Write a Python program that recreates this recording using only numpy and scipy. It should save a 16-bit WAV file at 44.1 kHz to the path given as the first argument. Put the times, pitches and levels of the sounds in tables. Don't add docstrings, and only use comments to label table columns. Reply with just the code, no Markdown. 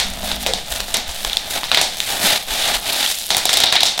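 import sys
import numpy as np
from scipy import signal
from scipy.fft import rfft, irfft, next_fast_len
from scipy.io import wavfile

SR = 44100
rng = np.random.default_rng(int(sys.argv[2]) if len(sys.argv) > 2 else 0)


def waveform_to_disk(signal):
    frames = np.transpose(np.atleast_2d(signal))
    scaled = np.clip(frames, -1, 1) * 32767
    samples = np.round(scaled).astype(np.int16)
    wavfile.write(sys.argv[1], SR, samples)


N = 176400
T = np.arange(N) / SR

# time in seconds, level in dB.
RUMBLE_RIDE = [(0, -32), (1.3, -35.5), (2.2, -38.5), (3.2, -44.5), (4, -51)]
# pitch in Hz, level in dB before the fade, depth of the waver as a share.
HUM_TONES = [(58.5, -41.5, 0.13), (195.8, -42, 0.6), (245, -48, 1)]
# time in seconds, gain in dB.
HUM_FADE = [(0, 5), (.52, 4.5), (.7, -15)]
# start in seconds, level in dB, sputter length in ms, then body, mids,
# crack, room tail level and tail treble, all in dB.
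CELL_POPS = [(0.0005, -7.5, 1.2, 0, 0.5, 8, -16, -6), (0.3161, -11, 1, 2, -11, -17, -27.5, -4),
             (0.4640, -6.5, 0.49, 5.5, 3, 2, -18.5, -3.5), (0.5363, -4.5, .3, 3.5, -8, 9.5, -23, -5.5),
             (0.9416, -1, 2.8, 2, 1.5, 12, -16, -5.5), (1.2484, -9.5, 2.4, 9.5, 4, 9, -27.5, -14),
             (1.3319, -10, 0.42, -15, -34, 0, -46, 0), (1.3701, -3, 1.5, -11, -8.5, -1, -25.5, -8),
             (1.6407, -15, .3, -14, 0, -6, -27, -11), (1.716, -1, 1, 3.5, 3.5, -26, -15.5, -17),
             (1.7462, 1, 1.9, -14, 2, -7, -17, -7), (1.7727, -3, 2.5, 2, 2.5, -2, -13.5, -12),
             (1.8135, -3.5, 2, 3.5, -8, 10, -15.5, -2.5), (2.0033, -4.5, 0.35, -15, 4.5, 7, -26.5, -12),
             (3.3044, -5, 1.6, 3, -2, 3.5, -14.5, -6), (3.3475, -5.5, 1.8, 4, 2, 6, -23.5, -18),
             (3.3677, -0.5, 1.7, 3, 2.5, 18.5, -17, -1.5), (3.4543, 1, 1.8, -1.5, -12, 13, -16.5, -7),
             (3.4926, -4, 2, -2, 3.5, 5.5, -17, -3), (3.5300, -4.5, 2.1, -3.5, -3.5, 14, -14.5, -8),
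             (3.539, -2.5, 0.82, -6, -14, 13, -26, 1), (3.571, 0, 2.4, -4, -9, 11.5, -17.5, -10),
             (3.6027, -1.5, 1.7, -5, 0.5, 13, -17, -5), (3.6364, 1.5, 4.2, 2, -1, 5, -20, -25),
             (3.6590, -15, .5, -11, -21, 7, -14, -26), (3.7248, -2.5, 2.04, 1.5, 5, 7.5, -15, -5.5),
             (3.755, -5.5, 3.3, 3, 1, 2, -31, -15), (3.7630, -3, 6.5, -4.5, -1, -24, -16, -39),
             (3.8059, -5, 2.4, -2.5, -6, 2.5, -16.5, -12), (3.8317, 3, 2, -2, -8, 3.5, -21, 2),
             (3.8549, -9, 2, -5.5, -8, 3, -13, -6.5), (3.978, -12, 2.9, 7, -2, 4, -32, 10),
             (3.9923, -5.5, 1, 8.5, 6, 10.5, -25, 2)]
# time in seconds, rustle level in dB, lows in dB, treble in dB.
HAND_MOVES = [(0.11, -32, -1, -3), (0.2, -40, 8.5, 6.5), (0.26, -29, 2.5, 8), (0.33, -23, -5, -7),
              (0.37, -36.5, 8, 2), (0.42, -30, -3, 6), (0.45, -32.5, 0, -5), (0.62, -35.5, 2.5, -2),
              (0.69, -38, 5, 9), (0.725, -29, 2.5, 10), (0.81, -28.5, -1, -3), (0.86, -42, 8.5, 11.5),
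              (0.92, -34.5, 4.5, 8.5), (1.05, -35.5, 2.5, -13), (1.09, -29.5, -3.5, -1),
              (1.26, -32.5, 0.5, 7.5), (1.32, -25, -6, -6), (1.46, -39.5, 6, 4), (1.51, -30.5, 3, 9),
              (1.575, -22.5, 1, 0), (1.615, -34, 2.5, 3), (1.69, -32, -2.5, -1), (1.93, -30.5, -9, -4.5),
              (1.99, -34, -1, 8), (2.055, -26.5, -5.5, 3), (2.1, -21, -0.5, 2.5), (2.19, -29, 5, 6),
              (2.225, -21.5, 3, 7), (2.25, -17.5, 2.5, 6.5), (2.335, -14.5, -6.5, -5.5),
              (2.39, -22.5, -6.5, -4), (2.465, -35, -0.5, 2.5), (2.52, -19, -4.5, -1),
              (2.655, -18, -7.5, -5), (2.705, -18, -0.5, -3), (2.76, -16, -7.5, -5.5), (2.8, -34, 1.5, 4),
              (2.9, -22.5, -1.5, 1.5), (3.04, -16.5, -9.5, -4), (3.105, -21.5, -12, 3),
              (3.135, -25.5, -17, 2), (3.28, -34, -13, 9), (3.44, -31, -1.5, -2), (3.58, -30, 6.5, -1),
              (3.69, -31, 4.5, -12), (3.97, -31, -5, -24)]
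CRACKLE_EDGES_HZ = [2500, 6000, 9600, 15500]
# start in seconds, level in dB, brightness in dB.
CREASE_TICKS = [(0.102, -24, 11), (0.422, -29, 4), (0.432, -25, 4), (0.469, -15, 1), (0.709, -27, 3),
                (0.725, -20, -6), (0.7627, -23.5, -2), (0.8041, -12, -6), (0.9066, -31, 1),
                (0.9694, -13.5, 4), (1.0797, -25, 10), (1.1464, -26, 6), (1.2314, -24, -1),
                (1.5028, -25, 6), (1.6334, -15, -11.5), (1.654, -25, 2), (2.103, -16, -6), (3.114, -14, 0),
                (3.1512, -19.5, 22), (3.187, -18, 9), (3.2909, -21, 0), (3.3815, -14, 12), (3.577, -10, -1),
                (3.5875, -18, 1)]
# start in
# seconds, level in dB, pitch in Hz, t60 in seconds.
SHEET_BUMPS = [(0.228, -23, 715, 0.052), (0.464, -13, 656, 0.012), (0.475, -24.5, 475, 0.27),
               (0.97, -31.5, 247, 0.06), (2.238, -18, 203, 0.046)]
# time of the peak in seconds, level in dB, pitch in Hz.
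AIR_PUFFS = [(0.34, -29, 38), (0.728, -31.5, 55.7), (0.818, -30, 41.3), (1.098, -32, 61.6),
             (1.28, -27.5, 30), (2.52, -30, 36.7), (2.77, -29.5, 35.6)]
# start in seconds, level in dB.
SLIP_PINGS = [(1.298, -15), (1.3526, -26), (1.6924, -24), (3.0624, -10), (3.326, -19), (3.5426, -13),
              (3.6248, -14), (3.6688, -18), (3.6743, -18)]
# time in seconds, level in dB.
WRING_RIDE = [(3.3, -55), (3.47, -32), (3.66, -26), (3.88, -31), (3.95, -42)]

# frequency in Hz, gain in dB.
RUMBLE_EQ = [(12, 14), (32, 4), (50, 2), (75, -5), (110, -8.5), (200, -5.5), (500, -51)]
HISS_EQ = [(200, -6), (400, -2), (730, 6.5), (1200, -22), (3700, 8.5), (15500, -57)]
POP_EQ = [(100, -26), (350, -14), (550, -14.5), (730, -1.5), (1150, -10), (2200, -6.5), (2900, -4.5),
          (3650, 1), (4600, -6), (6000, -12), (10000, -19), (15500, -26.5)]
TAIL_EQ = [(100, -18.5), (450, -14.5), (750, -4.5), (1150, -13), (2200, -6.5), (2700, -9.5), (3650, -0.5),
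           (4600, -5), (6000, -6), (9000, -9), (12000, -19), (15500, -24)]
RUSTLE_EQ = [(59, -19), (100, -6.5), (146, -13), (260, -5), (342, -8.5), (479, -7.5), (660, 2), (820, 1),
             (1030, -9), (1500, -6), (2610, -6.5), (3740, -5.5), (6220, -13), (11000, -13), (15800, -20)]
TICK_EQ = [(300, -11), (750, 2.5), (1300, -7.5), (3700, 3.5), (6000, 0.5), (10000, -3), (15500, -7.5)]

CELL_RING_HZ, CELL_PITCH_SPREAD = 3600, 0.096
SNAP_S = 0.0017


def from_db(db):
    return 10 ** (np.asarray(db) / 20)


def rms_one(x):
    return x / np.sqrt(np.mean(x ** 2) + 1e-20)


def unit_energy(x):
    return x / np.sqrt(np.sum(x ** 2) + 1e-20)


def ride(rows):
    times, *columns = np.transpose(rows)
    return [np.interp(T, times, column) for column in columns]


def place(out, start, x, level_db, held_s=SNAP_S):
    i = int(start * SR)
    hit = from_db(level_db) * np.sqrt(held_s * SR) * unit_energy(x)
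    out[i:i + len(hit)] += hit[:N - i]


def eq(x, *curves):
    n = 2 * next_fast_len(len(x) // 2 + 2048)
    log_hz = np.log(np.arange(n // 2 + 1) * SR / n + 1)
    gain_db = sum(np.interp(log_hz, np.log(hz), db) for hz, db in map(np.transpose, curves))
    cepstrum = irfft(np.log(from_db(gain_db)))
    cepstrum[1:n // 2] *= 2
    cepstrum[n // 2 + 1:] = 0
    return irfft(rfft(x, n) * np.exp(rfft(cepstrum)))[:len(x)]


def band(x, hz, kind, order=2):
    return signal.sosfilt(signal.butter(order, hz, kind, fs=SR, output="sos"), x + 1e-18)


def ring(x, hz, q):
    return signal.lfilter(*signal.iirpeak(hz, q, fs=SR), x + 1e-18)


def drift(per_s):
    return rms_one(np.interp(T * per_s, np.arange(4096), rng.standard_normal(4096)))


def clicks(per_s, spread_db):
    sizes = from_db(spread_db * np.minimum(rng.exponential(1, N), 5))
    signs = rng.choice([-1, 1], N)
    fires = rng.random(N) < per_s / SR
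    return rms_one(sizes * signs * fires / np.sqrt(per_s))


def room_response(low_t60_s=0.36, treble_t60_s=0.22, build_s=0.0039):
    t, noise = T[:SR // 2], rng.standard_normal(SR // 2)
    low = band(noise, 9600, "low", order=1)
    tail = low * from_db(-60 * t / low_t60_s) + (noise - low) * from_db(-60 * t / treble_t60_s)
    return unit_energy(tail * (1 - np.exp(-(t / build_s) ** 2)))


def in_room(x, room, wet_db):
    return x + from_db(wet_db) * signal.fftconvolve(x, room)[:N]


def rumble():
    return from_db(ride(RUMBLE_RIDE)[0]) * rms_one(eq(rng.standard_normal(N), RUMBLE_EQ))


def hum():
    out = np.zeros(N)
    for hz, level_db, depth in HUM_TONES:
        waver = 1 + depth * (drift(per_s=50) + 1j * drift(per_s=50)) / np.sqrt(2)
        tone = np.exp(2j * np.pi * (hz * T + rng.random()))
        out += from_db(level_db) * rms_one(np.real(waver * tone))
    return out * from_db(ride(HUM_FADE)[0])


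def hiss(level_db=-38):
    return from_db(level_db) * rms_one(eq(rng.standard_normal(N), HISS_EQ))


def cell_pitch():
    return CELL_RING_HZ * (1 + CELL_PITCH_SPREAD * rng.uniform(-1, 1))


def snap(length_ms, tears_per_s=3700, sputter_db=-6.5, second_snap_db=-3):
    ms = T[:2048] * 1000
    tears = rng.standard_normal(len(ms)) * (rng.random(len(ms)) < tears_per_s / SR)
    x = from_db(sputter_db) * tears * np.exp(-(ms / length_ms) ** 2 / 2)
    x[0] = -1
    x[np.argmin(abs(ms - 0.75 * length_ms))] -= from_db(second_snap_db)
    return x


def pops(room, ring_db=-8, own_share=0.46):
    out = np.zeros(N)
    for start, level_db, length_ms, body_db, mid_db, crack_db, tail_db, tail_treble_db in CELL_POPS:
        burst = snap(length_ms)
        burst += from_db(ring_db) * ring(burst, cell_pitch(), q=7.1)
        cell_eq = [(750, body_db), (1800, mid_db), (3600, 0)]
        direct = eq(burst, POP_EQ, cell_eq, [(4200, 0), (8000, crack_db)])
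        place(out, start, direct, level_db)
        reflections = (1 - own_share) * room + own_share * room_response()
        tail = eq(reflections, TAIL_EQ, cell_eq, [(4200, 0), (8000, tail_treble_db)])
        place(out, start, tail, tail_db, held_s=0.025)
    return out


def rustle(room, low_hz=2100, treble_hz=6000, clump_db=2.0, ring_db=-2.5):
    level_db, low_db, treble_db = ride(HAND_MOVES)
    buckles_per_s = 4500 * from_db(level_db - level_db.mean())
    buckles = clicks(buckles_per_s, spread_db=2.5) * from_db(clump_db * drift(per_s=130))
    buckles += from_db(ring_db) * ring(buckles, CELL_RING_HZ, q=6)
    film = rms_one(eq(in_room(buckles, room, wet_db=-12), RUSTLE_EQ))
    lows = from_db(low_db) * band(film, low_hz, "low")
    mids = band(band(film, low_hz, "high"), treble_hz, "low")
    treble = from_db(treble_db) * band(film, treble_hz, "high")
    return from_db(level_db) * (lows - mids + treble)


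def crackle(per_s=90, spread_db=3.5, trim_db=-20.5, follow=0.51):
    level_db, _, treble_db = ride(HAND_MOVES)
    registers = zip(CRACKLE_EDGES_HZ, CRACKLE_EDGES_HZ[1:])
    narrow = sum(band(clicks(per_s, spread_db), edges, "band") for edges in registers)
    ticks = rms_one(eq(narrow + 0.5 * clicks(per_s, spread_db), TICK_EQ))
    return from_db(trim_db + follow * (level_db + treble_db)) * ticks


def creases(room):
    out = np.zeros(N)
    for start, level_db, bright_db in CREASE_TICKS:
        tilt = [(1200, -bright_db), (3600, 0), (9000, bright_db)]
        place(out, start, eq(snap(length_ms=0.94), TICK_EQ, tilt), level_db)
    return in_room(out, room, wet_db=-6)


def bumps(edge_ratio=1.12):
    out, t = np.zeros(N), T[:SR // 2]
    for start, level_db, hz, t60 in SHEET_BUMPS:
        push = rng.standard_normal(len(t)) * from_db(-60 * t / t60)
        thud = band(push, [hz / edge_ratio, hz * edge_ratio], "band")
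        place(out, start, thud, level_db, held_s=t60 / 10)
    return out


def puffs(width_s=0.016):
    out = np.zeros(N)
    for peak, level_db, hz in AIR_PUFFS:
        swell = np.exp(-((T - peak) / width_s) ** 2 / 2)
        out += from_db(level_db) * np.sqrt(2) * swell * np.sin(2 * np.pi * hz * (T - peak))
    return out


def pings(swarm_per_s=230, q=14):
    pitches = np.geomspace(2960, 5200, 8)
    swarm = sum(ring(clicks(swarm_per_s / len(pitches), spread_db=-2.5), hz, q) for hz in pitches)
    out = from_db(ride(WRING_RIDE)[0]) * rms_one(swarm)
    for start, level_db in SLIP_PINGS:
        hz = cell_pitch()
        place(out, start, ring(snap(length_ms=0.92), hz, q), level_db)
    return out


def scene():
    room = room_response()
    wrap = rustle(room) + crackle() + pops(room) + creases(room) + pings() + bumps() + puffs()
    bed = rumble() + hum() + hiss()
    return (wrap + bed)[None]


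def record(dry, overload=0.9, cutoff_hz=15800):
    clipped = np.clip(dry, -overload, overload)
    return signal.sosfilt(signal.ellip(10, .1, 70, cutoff_hz, fs=SR, output="sos"), clipped)


dry = scene()
out = record(dry)
waveform_to_disk(out)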